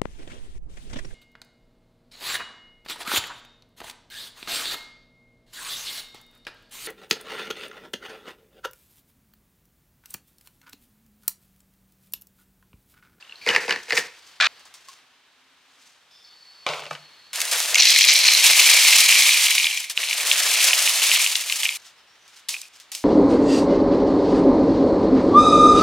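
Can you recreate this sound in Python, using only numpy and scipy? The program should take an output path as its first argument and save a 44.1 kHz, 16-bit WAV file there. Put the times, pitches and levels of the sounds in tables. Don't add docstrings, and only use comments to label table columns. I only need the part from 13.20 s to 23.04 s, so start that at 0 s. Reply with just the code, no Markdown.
import sys
import numpy as np
from scipy import signal
from scipy.io import wavfile

SR = 44100
rng = np.random.default_rng(int(sys.argv[2]) if len(sys.argv) > 2 else 0)


def store_wav(level_fs):
    pcm = np.round(np.clip(np.atleast_2d(level_fs), -1, 1) * 32767)
    wavfile.write(sys.argv[1], SR, pcm.T.astype(np.int16))


def gain_from_db(level_db):
    decades = np.asarray(level_db, float) / 20
    return 10 ** decades


N = 433944

BANDS_HZ = 60 * 2 ** np.arange(0, 8.6, .4)
BANK = [signal.butter(2, edges, "band", fs=SR, output="sos") for edges in zip(BANDS_HZ, BANDS_HZ[1:])]
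# pitch_hz, level_db [dB per Hz]
SLIDE_COLOUR = [(710, -16), (1200, -8.5), (1560, -14.5), (2200, 0.5), (2480, 1.5), (6370, -0.5),
                (10000, -4), (14800, -15), (16000, -19.5)]
# pitch_hz, level_db [dB per Hz]
CARTON_COLOUR = [(59, -70.5), (100, -49), (472, -17), (582, -1), (718, -20.5), (1000, -8), (1350, -13),
                 (1900, -3.5), (2470, -23), (4180, -61)]
# pitch_hz, width_hz, level_db
BOWL_FLOOR = [(2117, 40, -3), (2347, 176, 3.5), (2900, 1080, -0.5), (3310, 250, 4)]


def cut(x, hz, kind, order=2):
    return signal.sosfilt(signal.butter(order, hz, kind, fs=SR, output="sos"), x)


def at_hz(points, hz):
    table = np.array(points)
    return np.interp(np.log(hz), np.log(table[:, 0]), table[:, 1])


def level_curve(rows, column=1):
    table = np.array(rows)
    first, last = round(table[0, 0] * SR), min(round(table[-1, 0] * SR), N)
    return first, gain_from_db(np.interp(np.arange(first, last) / SR, table[:, 0], table[:, column]))


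def stroke(s, db, rise_s, fall_s):
    quiet_db = db - 25
    return [(max(s - abs(rise_s), 0), quiet_db), (s, db), (s + abs(fall_s), quiet_db)]


def resonate(x, modes):
    out = np.zeros_like(x)
    size = x.shape[1]
    for k, (hz, width_hz, db) in enumerate(modes):
        r = np.exp(-np.pi * width_hz / SR)
        luck_db = 5 * rng.standard_normal(size // 40 + 1).repeat(40)[:size]
        driven = x * gain_from_db(db + luck_db) + 1e-18
        feedback = [1, -2 * r * np.cos(2 * np.pi * hz / SR), r * r]
        out += (-1) ** k * signal.lfilter([1 - r * r, 0, r * r - 1], feedback, driven)
    return out


def colour(x, spectrum, modes=(), ring_db=0.0):
    # pitch_hz, level_db
    side_levels = [(60, -36), (150, -35), (380, -28), (950, -18.5), (2380, -17), (5980, -9.5),
                   (15000, -1.5)]
    out = np.zeros_like(x)
    ringing = gain_from_db(ring_db) * resonate(x, modes) if modes else 0
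    x = x + 1e-18 + ringing
    for k, hz in enumerate(np.sqrt(BANDS_HZ[:-1] * BANDS_HZ[1:])):
        if .8 * spectrum[0][0] < hz < 1.2 * spectrum[-1][0]:
            mid_and_side_db = at_hz(spectrum, hz) + np.array([[0], [at_hz(side_levels, hz)]])
            out += (-1) ** k * gain_from_db(mid_and_side_db) * signal.sosfilt(BANK[k], x)
    return out


def grains(rows, spectrum, per_s, uneven_db, clump_db, modes=(), ring_db=0.0, column=1):
    first, gain = level_curve(rows, column)
    size = len(gain)
    knots = rng.standard_normal(size // 500 + 2)
    clumps = gain_from_db(clump_db * np.interp(np.arange(size) / 500, np.arange(len(knots)), knots))
    strengths = gain_from_db(uneven_db * np.minimum(rng.exponential(1, size), 5))
    signs = np.sign(rng.random(size) - .5)
    touching = rng.random(size) < per_s / SR
    clicks = gain * strengths * signs * clumps * touching
    directions = np.stack([np.ones(size), rng.standard_normal(size)])
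    sound = colour(clicks * directions, spectrum, modes, ring_db)
    out = np.zeros((2, N))
    out[:, first:first + size] = sound * np.sqrt(np.mean(gain ** 2) / np.mean(sound[0] ** 2))
    return out


def blows(events, spectrum, tail_db, modes=(), ring_db=0.0, split_hz=1110.0, crack_s=0.00069,
          tail_s=0.18, sides=("high", "low")):
    out = np.zeros((2, N))
    for s, db, other_db, *t60 in events:
        dying_s = t60[0] if t60 else tail_s
        t = np.arange(min(9000, 1000 + round(dying_s * SR))) / SR
        shape = np.exp(-t / crack_s) + gain_from_db(tail_db - 60 * t / max(dying_s, .005))
        first_touch = 4 * (t == 0) * [[1], [0]]
        chatter = rng.standard_normal((2, len(t))) + first_touch
        burst = colour(chatter * shape, spectrum, modes, ring_db)
        main, other = (cut(burst, split_hz, kind) for kind in sides)
        burst = main / np.abs(main[0]).max() + gain_from_db(other_db) * other / np.abs(other[0]).max()
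        at = round(s * SR)
        out[:, at:at + len(t)] += gain_from_db(db) * burst[:, :N - at]
    return out


def ring(events, modes, gain_db, size=N):
    out = np.zeros((2, size))
    at = [round(row[0] * SR) for row in events]
    for hz, db, t60 in modes:
        clicks = np.zeros(size)
        clicks[at] = gain_from_db(np.array([row[1] for row in events]) + db + gain_db + rng.normal(0, 2.0, len(at)))
        r, w = gain_from_db(-60 / (t60 * SR)), 2 * np.pi * hz / SR
        out[0] += signal.lfilter([0, np.sin(w)], [1, -2 * r * np.cos(w), r * r], clicks + 1e-18)
    return out


def pings(events, t60, gain_db, under_db=-6, rise_s=0.00073):
    out = np.zeros((2, N))
    rise = 1 - np.exp(-np.arange(8000) / SR / rise_s)
    for s, db, *_, hz in events:
        modes = [(hz, 0, t60), (0.64 * hz, under_db, 0.43 * t60)]
        pair = rise * ring([(0.00079, db)], modes, gain_db, size=8000)[0]
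        pair = cut(cut(pair, 0.82 * hz, "high"), 4.1 * hz, "low")
        at = round(s * SR)
        out[0, at:at + len(pair)] += pair[:N - at]
    return out


def room_tone():
    # time_s, level_db
    tone = [
        [(0.0, -56.5), (0.508, -54.5), (1.2, -57.5)],
        [(1.28, -54.5), (2.02, -62.5), (2.9, -61)],
        [(2.92, -62), (3.728, -55.5), (4.12, -58)],
        [(8.58, -57), (8.762, -59), (9.84, -59)],
    ]
    # pitch_hz, level_db [dB per Hz]
    tone_colour = [(24, -48), (40, -14.5), (167, -14.5), (262, -11), (297, -15), (345, -10), (556, -9.5),
                   (918, -4.5), (2440, -3), (3060, -14), (3300, -3.5), (16000, -32.5)]
    hiss = grains(sum(tone, []), tone_colour, per_s=42000, uneven_db=1.5, clump_db=1.04)
    return gain_from_db([[2.5], [9]]) * hiss


def brushing_hands():
    # peak_s, level_db, rise_s, fall_s
    brush = [(0.005, -60, 0.0075, 0.1), (0.277, -38, 0.04, 0.71), (0.775, -24.5, 0.088, 0.099),
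             (1.717, -50, 0.24, 0.12), (2.678, -55.5, 0.4, 0.24), (3.504, -42.5, 0.015, 0.33),
             (3.71, -44, 0.021, 0.1), (8.581, -51.5, 0.0034, .2), (8.663, -44.5, 0.057, 0.072),
             (9.56, -47.5, 0.057, 0.087), (9.185, -48, 0.21, 0.064), (1.1, -52.5, 0.3, 0.17)]
    # start_s, peak_db, low_part_db
    ticks = [(1.3952, -40, -21), (1.4536, -35, -4.5), (1.54, -32, -7), (1.6861, -29.5, -30),
             (8.6894, -42, -29), (9.0793, -36, -11), (9.1894, -45, -23), (9.5998, -31, -22)]
    # pitch_hz, level_db [dB per Hz]
    brush_colour = [(880, -21), (1500, -9.5), (2140, -13.5), (2490, -8.5), (6240, -7), (16000, -30)]
    rubbing = sum(grains(stroke(*row), brush_colour, per_s=2600, uneven_db=-3.5, clump_db=3.0)
                  for row in brush)
    return rubbing + blows(ticks, brush_colour, tail_db=-9, split_hz=1100.0, crack_s=0.00032)


def last_drips():
    # start_s, peak_db, pitch_hz
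    glugs = [(0.009, -40, 4760), (0.0248, -31, 2730), (0.048, -47, 2900), (0.076, -44, 2800),
             (0.0945, -37, 2870), (0.109, -42, 2780), (0.1105, -41.5, 4200), (0.1225, -31, 2740),
             (0.156, -40, 4170)]
    return pings(glugs, t60=0.018, gain_db=6.0, under_db=-7, rise_s=0.001)


def birds_and_whines():
    # start_s, end_s, pitch_hz, width_hz, level_db
    steady = [(2.905, 3.15, 3530, 90, -60), (2.905, 3.1, 5150, 280, -57), (3.03, 3.47, 4430, 60, -53.5),
              (3.47, 3.78, 4400, 90, -58), (3.1, 3.47, 4900, 500, -63), (3.78, 4.135, 4330, 80, -55.5),
              (0.55, 1.5, 4500, 500, -60), (0.211, 0.27, 2350, 200, -45), (0.211, 0.27, 4500, 500, -47),
              (0.156, 0.21, 4400, 600, -54), (1.8, 2.7, 262, 20, -78)]
    # start_s, end_s, pitch_hz
    chirps = [
        (8.76, 8.82, 5050),
        (8.88, 8.97, 5450),
        (8.99, 9.07, 5900),
    ]
    rise_hz_per_s, chirp_width_hz, chirp_db = 2500, 140, -63.5
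    notes = [(*row, 0) for row in steady]
    notes += [(*row, chirp_width_hz, chirp_db, rise_hz_per_s) for row in chirps]
    out = np.zeros((2, N))
    for start, end, hz, width_hz, db, rise in notes:
        first, size = round(start * SR), round((end - start) * SR)
        smoothing = [1, -np.exp(-np.pi * width_hz / SR)]
        blur = signal.lfilter([1], smoothing, rng.standard_normal((2, size)))
        turn = np.cumsum(2 * np.pi * (hz + rise * np.arange(size) / SR) / SR)
        note = blur[0] * np.cos(turn) + blur[1] * np.sin(turn)
        out[0, first:first + size] += gain_from_db(db) * note / note.std() * signal.windows.tukey(size, .06)
    return out


def tub_lid():
    # peak_s, level_db, rise_s, fall_s
    rattle = [
        (0.281, -20, 0.021, 0.26),
        (0.495, -21.5, .018, 0.12),
        (0.765, -28, .1, 0.14),
    ]
    # start_s, peak_db, low_thump_db, pitch_hz
    knocks = [(0.264, -13, -4, 2130), (0.2735, -13, -16, 1750), (0.28, -18, -33, 2400),
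              (0.289, -3, -11.5, 2920), (0.303, -10, -15, 2900), (0.349, -9, -20, 2770),
              (0.362, -2, -30, 1750), (0.3791, -22.5, 1, 1750), (0.4803, -16, -2, 2580),
              (0.494, -13.5, -20, 1660), (0.508, -8, -16, 2880), (0.5246, -8.5, -20, 1750),
              (0.56, -15.5, -11.5, 1790), (0.682, -30, -4, 2180), (0.697, -21, -29, 2850),
              (0.706, -10.5, -37, 2050), (0.7224, -6.5, -10.5, 1940), (0.7293, -9, -5, 1750),
              (0.769, -10.5, -18.5, 1810), (0.775, -6.5, -15.5, 1890), (0.7793, -9, -9, 1820)]
    # pitch_hz, level_db [dB per Hz]
    tub_colour = [(41, -62), (70, -31), (178, -11), (403, -9), (472, -10.5), (593, -21.5), (711, 1.5),
                  (1310, -8.5), (1730, 9), (2910, -10), (3260, -11.5), (4800, -9.5), (16000, -43)]
    # pitch_hz, width_hz, level_db
    tub_modes = [(479.5, 33, 13), (1750, 51, -1.5), (2580, 260, -10), (2900, 37, 2.5), (3480, 110, -31),
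                 (3700, 150, -42), (4600, 370, -10)]
    shaking = sum(grains(stroke(*row), tub_colour, per_s=2500, uneven_db=2.8, clump_db=2.5,
                         modes=tub_modes, ring_db=-2.0) for row in rattle)
    hits = blows([row[:3] for row in knocks], tub_colour, tail_db=-12, tail_s=0.066,
                 modes=tub_modes, ring_db=2.0)
    return shaking + hits + pings(knocks, t60=0.024, gain_db=-3.5)


def twisted_cap():
    # time_s, level_db
    twist = [(1.201, -17), (1.272, -17)]
    # start_s, peak_db, low_part_db
    slips = [(1.2008, -10.5, 6), (1.2062, -10, -9), (1.2113, -3.5, -5), (1.2238, -4.5, -11),
             (1.2468, -8, -4), (1.2555, -7, -12), (1.2665, -12.5, -6)]
    # pitch_hz, level_db [dB per Hz]
    cap_colour = [(88, -67), (150, -30), (448, -34), (637, -9.5), (979, -16.5), (1340, 6.5), (1900, -1),
                  (2500, -12.5), (3040, 1.5), (5250, -9.5), (16000, -56)]
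    # pitch_hz, width_hz, level_db
    cap_modes = [(1290, 25, -26), (1690, 19, 2), (2445, 110, 5)]
    scrape = grains(twist, cap_colour, per_s=2500, uneven_db=2.0, clump_db=2.0, modes=cap_modes, ring_db=3.0)
    catches = blows(slips, cap_colour, tail_db=-9.5, modes=cap_modes, split_hz=2800.0,
                    crack_s=0.00046, tail_s=.02)
    return scrape + catches * (np.arange(N) < 1.273 * SR)


def scoop_tap():
    # start_s, peak_db, pitch_hz
    taps = [(1.684, -45, 1080)]
    return pings(taps, t60=0.1, gain_db=4.0)


def bowl_set_down():
    # start_s, peak_db, low_part_db, dying_s
    bounces = [(3.4648, -4, -2.5, 0.27), (3.489, -12, 0.5, 0.63), (3.535, -18, -12, 0.1),
               (3.594, -20, -6, 0.15), (3.6215, -23, -4, 0.06), (3.6365, -25.5, -10, 0.06),
               (3.655, -26, -4, 0.11), (3.665, -22.5, -4, 0.08), (3.7097, -13.5, 1, 0.092),
               (3.7305, -24, -3, 0.15), (3.751, -21.5, -7, 0.16)]
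    # pitch_hz, level_db [dB per Hz]
    set_colour = [(47, -55), (80, -25), (136, -56), (482, 2.5), (588, 6.5), (1070, 5), (1170, 12),
                  (1310, 12.5), (2400, 4), (4730, -9.5), (16000, -45.5)]
    # pitch_hz, level_db, dying_s
    shell = [(608, -6, 0.4), (930, -5, 0.2), (1230, 1, 0.088), (1490, 3, 0.13), (2330, 4.5, 0.14),
             (2600, -1.5, 0.15), (2920, -0.5, 0.13)]
    clatter = blows(bounces, set_colour, tail_db=-9, split_hz=1900.0, crack_s=.001)
    clatter += ring(bounces, [(hz, db, t60 / 2) for hz, db, t60 in shell], gain_db=-24)
    plate = [(150, -36, .35), (159, -29.0, .3)]
    hum = ring(bounces[1:], plate, gain_db=-2.5)
    return cut(clatter + cut(hum, 220, "low"), 120, "high", order=4)


def with_fading(pours, leads_db, loss_db_per_s, jolts, settle_s):
    rows = []
    for pour_rows, lead_db in zip(pours, leads_db):
        s, db = np.transpose(pour_rows)
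        t = np.arange(s[0], s[-1], .004)
        flow = np.interp(t, s, db)
        for at, gain_db in jolts:
            flow = flow + gain_db * (t >= at) * np.exp(-np.abs(t - at) / settle_s)
        rows += zip(t, flow, flow + lead_db - loss_db_per_s * (t - s[0]))
    return rows


def sliding_flakes():
    # time_s, level_db
    tilts = [
        [(4.13, -34), (4.27, -34), (4.46, -31), (4.99, -24.5), (5.53, -19), (6.1, -21.5), (6.37, -24),
         (6.63, -38), (6.74, -58)],
        [(6.74, -61.5), (6.8, -40.5), (6.89, -37.5), (7.1, -26), (7.48, -23), (7.99, -25.5), (8.12, -32),
         (8.4, -34), (8.573, -44.5)],
    ]
    # start_s, gain_db
    shakes = [(4.31, 7.5), (4.76, -3.5), (5.135, -1.5), (5.24, 3), (5.48, 0.5), (6.697, 22), (7.07, 0.5),
              (7.43, 2.5), (7.485, 0.5), (7.62, 2), (7.819, 4), (7.985, 2.5), (8.255, 2.5), (8.359, 5),
              (8.43, 8), (8.55, 5)]
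    # start_s, peak_db, low_part_db
    bag_crunches = [(4.1305, -23.5, -15), (4.157, -19, -27), (4.2035, -10, -30), (4.2158, -6.5, -42),
                    (4.252, -13, -17), (4.4029, -6.5, -11.5), (4.513, -18.5, -17)]
    slide = with_fading(tilts, leads_db=[-3, -4], loss_db_per_s=9, jolts=shakes, settle_s=0.098)
    bag = gain_from_db(4) * grains(slide, SLIDE_COLOUR, per_s=9000, uneven_db=3.0, clump_db=2.5)
    carton = grains(slide, CARTON_COLOUR, per_s=4000, uneven_db=2.2, clump_db=3.0, column=2)
    crunches = blows(bag_crunches, SLIDE_COLOUR, tail_db=-0.5, split_hz=1200.0, crack_s=.001, tail_s=0.045)
    return bag + carton + crunches


def snapping_edges():
    # start_s, peak_db
    cracks = [(4.131, -34), (4.159, -17.5), (4.2047, -28), (4.216, -21.5), (4.2532, -21.5), (4.5467, -17.5),
              (4.555, -15), (4.5844, -12), (4.653, -14), (4.689, -10), (4.704, -2.5), (4.7622, -9.5),
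              (4.776, -6.5), (4.787, -4), (4.809, -10), (4.8505, -7), (4.887, -11), (4.931, -9),
              (4.9384, -10.5), (4.9904, -9), (4.9625, -9.5), (5.1363, -7), (5.24, -12.5), (5.2653, 6.5),
              (5.8046, 6), (6.5739, -25.5), (6.603, -20), (6.7, -20.5), (6.7754, -31), (6.7833, -30),
              (6.9103, -28), (6.9298, -30.5), (6.9507, -25.5), (7.0712, -14), (7.3363, -18.5), (7.4432, 30),
              (7.8683, -20), (8.0432, -10.5), (8.166, -16), (8.2607, -22.5), (8.3239, -14), (8.4256, -17),
              (8.4856, -20.5), (8.5498, -28.5), (8.5592, -22.5)]
    snap_db, spray_db, spray_s, thud_db = 16.5, -18, 0.0091, -9
    s, db = np.transpose(cracks)
    first, last = round(s.min() * SR), round(s.max() * SR) + 2000
    at = (s * SR).round().astype(int) - first
    directions = np.stack([np.ones(len(s)), rng.uniform(-1, 1, len(s))])
    clicks = np.zeros((2, last - first))
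    clicks[:, at] = gain_from_db(np.minimum(db, -4) + snap_db) * directions
    crumbs = rng.standard_normal(clicks.shape) * (rng.random(last - first) < .2)
    scatter = signal.lfilter([1], [1, -np.exp(-1 / (spray_s * SR))], clicks[0] + 1e-18)
    spray = gain_from_db(spray_db) * crumbs * scatter
    bright = cut(colour(clicks + spray, SLIDE_COLOUR), 5020, "high")
    thud = cut(colour(clicks, CARTON_COLOUR), 1800, "low")
    out = np.zeros((2, N))
    out[:, first:last] = bright + gain_from_db(thud_db) * thud
    return out


def landing_flakes():
    # time_s, level_db
    streams = [
        [(4.57, -30), (4.6, -16.5), (5.19, -19), (5.37, -17.5), (6.14, -13.5), (6.23, -21), (6.46, -22),
         (6.6, -26.5), (6.77, -49.5)],
        [(6.77, -44), (6.79, -27.5), (7.29, -31), (7.4, -18), (7.75, -40), (7.96, -18.5), (8.28, -52),
         (8.46, -31), (8.573, -38.5)],
    ]
    # start_s, gain_db
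    surges = [(4.583, 2.5), (4.652, 3), (4.76, 0), (4.809, 2.5), (4.885, 5), (5.05, 9.5), (5.136, -1),
              (5.24, -1.5), (5.327, 2.5), (5.485, 4), (5.69, -3.5), (6.076, -2.5), (6.38, 1), (7.068, -2),
              (7.676, 2), (7.916, 6)]
    # start_s, peak_db, treble_against_peak_db
    hard_landings = [(4.5448, 1.5, 2.5), (4.5548, 4, 1), (4.5827, 1.5, -0.5), (4.5997, -1, 1.5),
                     (4.6526, -8, 2), (4.6571, -3.5, -2), (4.6705, -4, -1), (4.7489, -7, -1),
                     (4.7613, -4.5, 0), (4.7893, -3.5, -1.5), (4.8092, 0, -2.5), (4.8396, -2.5, 0),
                     (4.8706, -4, 1.5), (4.8855, -2, -0.5), (4.906, -2, 1), (4.9629, -3.5, 0.5),
                     (4.9893, -2.5, 0), (5.0497, -4, -1), (5.136, -1, -1), (5.1874, -6, -1.5),
                     (5.2407, -3, -4), (5.2647, -2.5, -4), (5.2986, -11, -2.5), (5.2986, -10, -1),
                     (5.2986, -4.5, -1.5), (5.3265, -7, -1), (5.3325, -5, -2.5), (5.3939, -0.5, -2),
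                     (5.4423, -4.5, -1.5), (5.4732, -6.5, -2), (5.6488, -5, -3.5), (5.6568, -6, 0.5),
                     (5.6882, -6.5, -3), (5.6987, -7, -3.5), (5.7331, -1, -3), (5.7541, -5, -3),
                     (5.8149, -3.5, -3.5), (5.8608, -3, -0.5), (5.9012, -3, -4), (5.9237, 0, -4.5),
                     (5.9541, -1, -2), (6.023, -4, 5), (6.0763, -3, -2), (6.1103, -2, -3.5),
                     (6.1197, -6, -2), (6.1427, -5.5, -5.5), (6.1601, -7, -1), (6.2674, -3, -3.5),
                     (6.3123, -7.5, -4), (6.3801, -21, -2), (6.3801, 0, -4), (6.3986, -6, -3),
                     (6.43, -4, -1.5), (6.443, -3.5, -3.5), (6.4684, -0.5, -4.5), (6.5104, -8, -3.5),
                     (6.5737, -4.5, -3), (6.6989, -14, 3),
                     (6.7753, -1.5, -5), (6.8177, -15.5, -3), (6.8357, -10, -4.5), (6.8731, -14, -5),
                   (6.8866, -14, -8.5), (6.9095, -10.5, -6), (6.9285, -7, -6), (6.9988, -14, -2.5),
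                   (7.0677, -18, -2.5), (7.1135, 2.5, -3), (7.157, -10, -4.5), (7.2727, -13, -4),
                   (7.3051, -11, -4.5), (7.3555, -8, -3.5), (7.3879, -4.5, -1.5), (7.4667, -10, -4),
                   (7.4832, -7, -4), (7.5077, -7, 0), (7.5316, -1, -8), (7.6748, 0.5, -6),
                   (7.7426, -18, -2), (7.8184, -8, -3), (7.8244, -8, -3), (7.8673, -12.5, -2),
                   (7.9152, 1, -6.5), (7.9606, -6, -4.5), (8.0429, -9, -6), (8.0629, -1, -4.5),
                   (8.1028, -15, -3.5), (8.1272, -12.5, -7), (8.1547, 0.5, -7.5), (8.2135, -14.5, -3),
                   (8.237, -19, -2.5), (8.2574, -21, -3), (8.2979, -6.5, -9), (8.3238, -5, -6),
                   (8.4316, -9, -4), (8.4535, -3, -4), (8.462, -4, -6), (8.4899, -8, -5.5),
                   (8.5243, -15, -4), (8.5573, -24, -2)]
    # pitch_hz, level_db [dB per Hz]
    flake_colour = [(900, -18), (1700, -18.5), (2300, 4.5), (2900, 4.5), (3500, 1), (5000, 6.5),
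                    (9000, -32.5), (15000, -33)]
    # pitch_hz, level_db [dB per Hz]
    bowl_colour = [(1120, -33), (1900, 13.5), (2360, 5), (2770, 6), (4170, 2), (4540, 9.5), (12000, -50),
                   (15600, -59), (22000, -120)]
    # pitch_hz, width_hz, level_db
    wall_modes = [(4130, 240, -6.5), (4904, 73, -4), (5420, 72, -7.5), (5760, 93, 4), (7600, 1380, 3.5)]
    landing = with_fading(streams, leads_db=[7.5, 1], loss_db_per_s=6.5, jolts=surges, settle_s=0.033)
    chips = gain_from_db(-21) * grains(landing, SLIDE_COLOUR, per_s=90, uneven_db=3.0, clump_db=.3, column=2)
    floor = grains(landing, bowl_colour, per_s=1400, uneven_db=2.0, clump_db=1.5,
                   modes=BOWL_FLOOR, ring_db=37.5)
    wall = grains(landing, bowl_colour, per_s=1400, uneven_db=1.0, clump_db=2.5,
                  modes=wall_modes, ring_db=4.0, column=2)
    single = blows(hard_landings, flake_colour, tail_db=-19.5, modes=BOWL_FLOOR + wall_modes,
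                   ring_db=0.5, split_hz=3130.0, crack_s=.0002, tail_s=0.024, sides=("low", "high"))
    stream = gain_from_db(-3.0) * cut(floor, 3260, "low") + gain_from_db(-3.5) * cut(wall, 3400, "high")
    return chips + cut(stream, 1900, "high", order=4) + gain_from_db(2.0) * cut(single, 1500, "high")


def fruit_slices():
    # start_s, level_db, fall_s
    crushing = [
        (9.286, -28, 0.2),
        (9.718, -32.5, 0.18),
        (9.749, -38, 0.11),
    ]
    # start_s, peak_db, low_part_db, dying_s
    snaps = [(9.2862, -16, -41, 0.07), (9.2905, -13, -36, 0.03), (9.3485, -30.5, -39, 0.02),
             (9.4155, -22, -44, 0.018), (9.717, -25, -32, 0.036), (9.7496, -15.5, -28, 0.032)]
    # start_s, peak_db, pitch_hz
    tumbles = [(9.3415, -19, 2470), (9.3485, -26, 2480), (9.365, -26, 2560), (9.431, -38, 2520),
               (9.453, -42, 2500)]
    # pitch_hz, level_db [dB per Hz]
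    crunch_colour = [(180, -75), (300, -33), (828, -18.5), (1010, -18), (1580, -21.5), (2440, -9),
                     (3640, -7), (5520, -5.5), (10000, -11.5), (16000, -26.5)]
    crunch = sum(grains(stroke(s, db, 64 / SR, fall_s), crunch_colour, per_s=6400, uneven_db=-2.5,
                        clump_db=1.5) for s, db, fall_s in crushing)
    snapping = blows(snaps, crunch_colour, tail_db=23.5, modes=BOWL_FLOOR, ring_db=-45.0,
                     split_hz=1200.0, crack_s=0.0013)
    return crunch + snapping + pings(tumbles, t60=0.013, gain_db=6.0, under_db=-20)


def kitchen(x, start, end):
    t60_s, wet_db, wall_hz = 0.39, -17.5, 5000
    t = np.arange(round(.6 * SR)) / SR
    echo = rng.standard_normal((2, len(t))) * gain_from_db(-60 * t / t60_s) * (t > .004)
    echo = cut(echo, wall_hz, "low", order=1)
    echo = echo / np.sqrt(np.sum(echo[0] ** 2))
    first, last = round(start * SR), round(end * SR)
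    part = x[:, first:last]
    wet = signal.fftconvolve(part[:1], echo, axes=1)[:, :last - first]
    wet[1] = gain_from_db(-10.0) * cut(wet[1], 3000, "high", order=1)
    closing = np.minimum(1, np.arange(last - first, 0, -1) / 130)
    out = np.zeros((2, N))
    out[:, first:last] = (part + gain_from_db(wet_db) * wet) * closing
    return out


def scene():
    near = brushing_hands() + last_drips() + tub_lid() + twisted_cap() + scoop_tap()
    near += bowl_set_down() + sliding_flakes() + snapping_edges() + landing_flakes() + fruit_slices()
    changes_s = [0, 1.2, 1.273, 4.131, 8.573, N / SR]
    takes = sum(kitchen(near, start, end) for start, end in zip(changes_s, changes_s[1:]))
    mid, side = takes + birds_and_whines() + room_tone()
    side = side + .25 * np.gradient(mid)
    return np.stack([(mid + side) * gain_from_db(-0.05), (mid - side) * gain_from_db(-0.38)])


def low_pass(x):
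    return signal.sosfilt(signal.butter(12, 15900, fs=SR, output="sos"), x)


def record(dry):
    overload = np.clip(dry, -.82, .82) - dry
    shaved = dry + cut(overload, 500, "high")
    treble_limit = signal.cheby2(20, 60, 16250, fs=SR, output="sos")
    mix = np.clip(signal.sosfilt(treble_limit, shaved), -1, 1)
    return low_pass(mix)


dry = scene()
out = record(dry)
store_wav(out)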